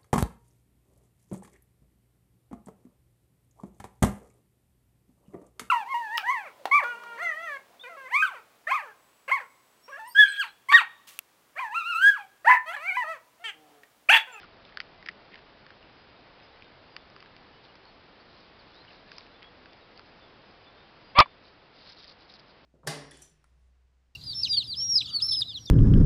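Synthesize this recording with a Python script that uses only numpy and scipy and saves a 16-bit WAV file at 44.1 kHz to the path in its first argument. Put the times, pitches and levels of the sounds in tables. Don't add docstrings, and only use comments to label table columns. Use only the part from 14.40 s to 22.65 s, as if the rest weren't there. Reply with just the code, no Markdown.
import sys
import numpy as np
from scipy import signal
from scipy.fft import rfft, irfft
from scipy.io import wavfile
from scipy.ndimage import uniform_filter1d

SR = 44100
rng = np.random.default_rng(int(sys.argv[2]) if len(sys.argv) > 2 else 0)


def int16_out(signal):
    q = np.round(np.clip(np.atleast_2d(signal).T, -1, 1) * 32767)
    wavfile.write(sys.argv[1], SR, q.astype(np.int16))


def ratio_of_db(decibels):
    return 10 ** (np.asarray(decibels, float) / 20)


N = 363825


def in_time(rows):
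    s, *columns = np.transpose(rows)
    return [np.interp(np.arange(N) / SR, s, c) for c in columns]


def at_hz(points):
    hz, table = np.maximum(np.fft.rfftfreq(N, 1 / SR), 1), np.array(points)
    return ratio_of_db(np.interp(np.log(hz), np.log(table[:, 0]), table[:, 1]))


def rms_one(x):
    return x / np.sqrt(np.mean(x ** 2) + 1e-20)


def ring(clicks, hz, t60_s):
    radius, angle = ratio_of_db(-60 / (t60_s * SR)), 2 * np.pi * hz / SR
    return signal.lfilter([0, np.sin(angle)], [1, -2 * radius * np.cos(angle), radius ** 2], clicks + 1e-18)


# frequency in Hz, density in dB per Hz.
WASH_SPECTRUM = [(12, -61.5), (20, 0), (320, -2.5), (489, -2.5), (590, -3.5), (648, -3), (2720, -12.5),
                 (3520, -14.5), (5010, -16.5), (5500, -20.5), (7150, -75), (12100, -120)]


def wash():
    shaped = irfft(rfft(rng.standard_normal(N)) * at_hz(WASH_SPECTRUM), N)
    return ratio_of_db(-54) * rms_one(shaped)


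def breaking(breaks):
    size = 2048
    out = np.zeros(N + size)
    crumb_decay = ratio_of_db(-23) * 0.12 * np.exp(-np.arange(size) / SR / 0.0043)
    for s, ring_db, hz, hard_db, snap_db in breaks:
        splinters = rng.standard_normal(size) ** 3 * crumb_decay
        lags_s = np.r_[0, rng.exponential(0.0004, 5)]
        sizes = np.r_[1, 0.4 * rng.uniform(-1, 1, 5)]
        np.add.at(splinters, np.minimum(lags_s * SR, 500).astype(int), sizes)

        ring_s = np.clip(0.0064 * ratio_of_db(-0.5 * hard_db), 0.003, 0.014)
        body = ring(splinters, hz, ring_s)
        tick = ring(splinters, 2530, 0.0015)
        snap = ring(splinters, 4900 * rng.uniform(0.917, 1.007), 0.004)

        bass_limit_hz = min(0.8 * hz, 1400 if hz < 2200 else 2000)
        small = signal.butter(6, bass_limit_hz, "high", fs=SR, output="sos")
        at = round(s * SR)
        for db, part in (0, body), (hard_db, tick), (hard_db + snap_db, snap):
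            part = signal.sosfilt(small, part)
            out[at:at + size] += ratio_of_db(ring_db + db) * part / np.abs(part).max()
    return out[:N]


# start in seconds, mouth ring in dB, mouth ring in Hz, hardness as tick over ring in dB.
KIBBLE_BITES = [(0.0, -46.5, 1710, 7.5), (.0149, -50, 1900, -3), (.032, -41, 1430, -15),
                (.0403, -46, 1370, -5), (0.046, -44, 1260, -6), (0.2518, -42.5, 3530, -3),
                (.324, -44.5, 1910, -10), (.3725, -26, 1710, -1), (0.384, -42, 1700, -5),
                (.403, -24.5, 1850, 1.5), (0.41, -50.5, 1770, 7), (.415, -43, 2400, 1),
                (.491, -54, 1500, 1.5), (.627, -40.5, 2000, -4), (.66, -40, 2270, -3),
                (0.663, -36.5, 1960, 3), (0.674, -37, 1840, -8), (0.6874, -22, 1800, -9),
                (.6906, -28.5, 2000, -7), (.7137, -51, 1500, 4), (.923, -47, 1890, -5),
                (.9429, -36.5, 2040, -5), (0.9563, -44, 1940, 2.5), (0.978, -49, 1610, 0),
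                (.9903, -47, 1740, 3), (1.2655, -45, 1760, 2), (1.305, -39.5, 1670, -5),
                (1.428, -47.5, 2800, -7), (6.8587, -33, 1060, -20)]


def kibble():
    return breaking([(*bite, -3.5) for bite in KIBBLE_BITES])


def stalks(low_hz, high_hz, per_s, spread_db, cycles):
    heights = ratio_of_db(spread_db * np.minimum(rng.exponential(1, N), 4)) * rng.choice([-1, 1], N)
    ticks = heights * (rng.random(N) < per_s / SR)
    dealt = rng.integers(0, 10, N)
    bands_hz = np.geomspace(low_hz, high_hz, 10)
    return rms_one(sum(ring(ticks * (dealt == k), hz, cycles / hz) for k, hz in enumerate(bands_hz)))


def pushed(pushes, rustle):
    out = np.zeros(N)
    for s, length_s, db in pushes:
        part = slice(round(s * SR), round((s + length_s) * SR))
        swell = np.sin(np.linspace(0, np.pi, part.stop - part.start)) ** 0.8
        out[part] += swell * ratio_of_db(db + 1) * rustle[part]
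    return signal.sosfilt(signal.butter(2, 1300, "high", fs=SR, output="sos"), out)


# start in seconds, length in seconds, level in dB.
NOSE_PUSHES = [(0, 0.064, -58), (.244, .066, -63), (.68, .051, -69), (.9, .095, -57.5), (1.244, .089, -65),
               (1.478, 0.022, -63), (1.695, 0.018, -61), (1.97, .08, -62), (2.0, 0.28, -68),
               (4.454, 0.12, -61), (4.654, .2, -63), (4.683, 0.018, -57), (5.015, .024, -57),
               (5.036, 0.019, -57), (7.322, .2, -65.5), (7.447, .088, -60), (7.627, 0.034, -61)]


def nosing():
    return pushed(NOSE_PUSHES, stalks(1700, 3500, 1000, 4, 12))


# start in seconds, length in seconds, level in dB.
PAW_SWEEPS = [(0, 0.051, -62), (.244, .066, -66), (3.23, 0.041, -60), (3.85, 0.28, -64),
              (4.246, .22, -65.5), (4.454, 0.17, -62), (4.654, 0.23, -59.5), (5.555, 0.03, -63),
              (5.655, 0.017, -62), (7.027, 0.074, -60.5), (7.322, .2, -58.5), (7.447, 0.094, -54),
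              (7.515, 0.065, -60), (7.56, 0.072, -52), (7.62, 0.049, -53.5), (7.66, 0.078, -52.5),
              (7.78, 0.089, -60.5), (7.878, 0.061, -54.5), (7.936, 0.036, -53), (7.984, 0.027, -59),
              (8.076, .05, -61)]


def pawing():
    return pushed(PAW_SWEEPS, stalks(3800, 5450, 2500, 3.8, 22))


def gliding(notes):
    out = np.zeros(N)
    waver, flutter = [rms_one(uniform_filter1d(v, size=220)) for v in rng.standard_normal((2, N))]
    for s, length_s, start_hz, db, glide_hz in notes:
        u = np.arange(round(length_s * SR)) / (length_s * SR)
        part = slice(round(s * SR), round(s * SR) + len(u))
        hz = (start_hz + glide_hz * u) * (1 + 0.005 * waver[part])
        swell = ratio_of_db(db + 4 + 2 * flutter[part]) * np.sin(np.pi * u) ** 0.27
        out[part] += swell * np.sin(2 * np.pi * np.cumsum(hz) / SR)
    return out


# start in seconds, length in seconds, pitch in Hz, level in dB.
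PIPER_NOTES = [(.01, 0.015, 3420, -62), (.57, .05, 2000, -65), (1.75, .05, 3690, -67),
               (2.58, 0.048, 3480, -68), (3.124, .06, 2920, -66), (3.285, 0.029, 2840, -63),
               (3.8, 0.023, 4500, -64), (4.4, .028, 4100, -60), (4.66, .045, 1696, -63),
               (4.91, .04, 3980, -68), (4.94, .033, 3440, -66), (5.034, 0.058, 3280, -60),
               (5.28, 0.073, 3460, -71), (6.36, 0.083, 3580, -68), (6.632, 0.091, 4800, -68),
               (6.844, .08, 3510, -68)]


def piper():
    return gliding([(*note, 80) for note in PIPER_NOTES])


# start in seconds, length in seconds, pitch in Hz, level in dB.
WHISTLER_NOTES = [(1.57, .09, 4950, -71), (1.69, .04, 4900, -72), (2.03, .042, 5050, -66),
                  (2.5, .06, 4860, -68), (3.47, .045, 4430, -64.5), (5.66, .047, 5060, -72),
                  (6.05, .084, 5030, -69), (6.22, .05, 4950, -71), (2.11, 0.056, 4000, -68),
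                  (2.23, 0.061, 3700, -66.5), (5.41, .035, 3830, -68), (5.81, 0.05, 3560, -64.5),
                  (5.855, .04, 3370, -71), (6.25, 0.056, 3550, -65.5), (1.07, .04, 3020, -70)]


def whistler():
    return gliding([(*note, -100) for note in WHISTLER_NOTES])


# start in seconds, ring in dB, ring in Hz,
# tick over ring in dB, snap over tick in dB.
TWIG_BREAKS = [(2.223, -41.5, 2410, 0.5, -12), (2.245, -49, 2860, 3, -10),
               (2.5654, -43.5, 1320, 16.5, -4.5), (2.7008, -55, 2610, -4, 12), (2.7638, -40, 1240, 1, -1.5),
               (2.8044, -46.5, 2580, 2, 3), (2.8264, -41, 1190, 3, -12), (2.8602, -47, 1670, 1, -16),
               (2.9655, -55.5, 2410, 12, 0), (3.252, -46.5, 3600, -5, 1), (3.355, -50, 1030, 8.5, -0.5),
               (3.4542, -49, 1120, -10, 17), (4.4492, -46, 1870, -8, 4), (4.7176, -40, 1680, 3.5, 0),
               (4.783, -37.5, 1260, 0, 8), (4.8083, -48, 3680, 4, -7), (4.866, -50.5, 2660, 1, -9),
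               (5.0288, -42.5, 2720, 3.5, -10), (5.2583, -43.5, 1690, 1.5, -7), (5.3325, -50.5, 2890, 1, 6),
               (5.5765, -52.5, 3020, -2, 16.5), (5.5943, -43, 1410, 1.5, 0)]


def twigs():
    return breaking(TWIG_BREAKS)


# start in seconds, length in seconds, first pitch in Hz, level in dB, glide in Hz.
WARBLER_SWEEPS = [
    (4.19, .028, 4750, -61, -800),
    (4.33, .075, 3450, -63, 650),
    (4.475, .02, 2700, -62, 550),
    (4.497, .02, 3100, -63, -600),
]


def warbler():
    return gliding(WARBLER_SWEEPS)


# time in seconds, pitch in Hz, level in dB, every-third-cycle lines in dB.
YIP_PATH = [
    (6.747, 520.6, -57.5, -28.5),
    (6.755, 545.3, -33.5, -25.5),
    (6.786, 605, -13, 2),
    (6.788, 555, -7.5, -13),
    (6.798, 655, -8, -15),
    (6.809, 505, -7.5, -11),
    (6.813, 575, -13.5, -4),
    (6.827, 574, -23, -24),
    (6.832, 580, -34, -17),
]
# resonance in Hz, width in Hz, level in dB.
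THROAT_RESONANCES = [
    (680, 215, -15),
    (965.4, 260, 1),
    (1217.5, 260, -3),
    (2330, 760, -10.5),
    (3420, 760, -22),
    (4520, 900, -31),
]
# start in seconds, length in seconds.
BREATH_SURGES = [
    (6.7876, .0042),
    (6.8012, .0045),
]


def yip():
    last_s, last_hz, last_db, last_third_db = YIP_PATH[-1]
    end_s = last_s + 0.018
    path = YIP_PATH + [(end_s, last_hz, last_db - 15, last_third_db)]
    part = slice(round(YIP_PATH[0][0] * SR), round(end_s * SR))
    hz, level_db, third_db = [curve[part] for curve in in_time(path)]
    t = np.arange(part.start, part.stop) / SR

    fading = np.clip((t - 6.811) / 0.02, 0, 1)
    open_db = -2 - 0.05 * (level_db + 8) + 5 * fading
    surging = sum(1.0 * (t > s) * (t < s + length_s) for s, length_s in BREATH_SURGES)
    level_db = level_db + 4.6 * uniform_filter1d(surging, size=40)

    wobble = rms_one(uniform_filter1d(rng.standard_normal(len(hz)), size=60))
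    turns = 2 * np.pi * np.cumsum(hz * (1 + 0.02 * wobble)) / SR / 3
    starts = rng.uniform(0, 2 * np.pi, 27)
    folds = sum(np.cos(k * turns + starts[k]) * (ratio_of_db(third_db) if k % 3 else 1) for k in range(2, 27))
    pulsing = 1 + 1.4 * np.cos(3 * turns)
    breath = 5 * ratio_of_db(-16 + 8 * fading) * rng.standard_normal(len(hz)) * pulsing

    chest_db = -0.35 * (level_db + 4.5)
    jaw_db = 0.08 * (hz - 600)
    shifts_db = [chest_db, 0.42 * third_db - jaw_db, jaw_db, open_db, open_db, open_db]
    voiced = np.zeros(len(hz))
    for k, (centre_hz, width_hz, db) in enumerate(THROAT_RESONANCES):
        once = ring(folds + breath, centre_hz, 2.2 / width_hz)
        twice = ring(once, centre_hz, 2.9 / width_hz)
        voiced += (-1) ** k * ratio_of_db(db + shifts_db[k]) * width_hz ** 2 * twice
    voiced = signal.sosfilt(signal.butter(6, 520, "high", fs=SR, output="sos"), voiced)

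    even = voiced / np.sqrt(uniform_filter1d(voiced ** 2, size=130) + 1e-20)
    out = np.zeros(N)
    out[part] = ratio_of_db(level_db) * even
    return out


# start in seconds, snap in dB.
STRAW_SNAPS = [(7.522, -37), (7.532, -40), (7.634, -40), (7.6436, -36), (7.68, -37), (7.6943, -38),
               (7.704, -42), (7.7206, -50), (7.9394, -36), (7.956, -42), (7.9962, -39.5)]


def straw_snaps():
    return breaking([(s, db - 19, 3600, 0, 19) for s, db in STRAW_SNAPS])


def scene():
    ground = nosing() + pawing() + twigs() + straw_snaps()
    dogs = kibble() + yip()
    birds = piper() + whistler() + warbler()
    return (wash() + dogs + ground + birds)[None]


# frequency in Hz, gain in dB.
RATE_CHANGE_FILTER = [(20, -4), (5000, 0.5), (5170, 1), (5340, -5), (5510, -11), (5700, -10.5), (6030, -22),
                      (6200, -42.5), (6400, -48.5), (6700, -86)]


def slow_sampling(x):
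    slower = 4
    slow = signal.sosfiltfilt(signal.butter(12, 5600, fs=SR, output="sos"), x)[::slower]
    slow = np.where(slow < -0.87, slow + 1.1, np.clip(slow, -0.685, 0.685))
    stuffed = np.zeros(N)
    stuffed[::slower] = slower * slow
    return irfft(rfft(stuffed) * at_hz(RATE_CHANGE_FILTER), N)


def low_pass(x):
    return signal.sosfilt(signal.butter(12, 16010, fs=SR, output="sos"), x)


def record(dry):
    since_s = np.arange(N) / SR - YIP_PATH[-1][0]
    duck_db = -2 * (since_s > 0) * np.exp(-np.maximum(since_s, 0) / 13)
    smooth = slow_sampling(dry[0] * ratio_of_db(duck_db))
    return low_pass(np.clip(smooth, -0.695, 0.695)[None])


dry = scene()
out = record(dry)
int16_out(out)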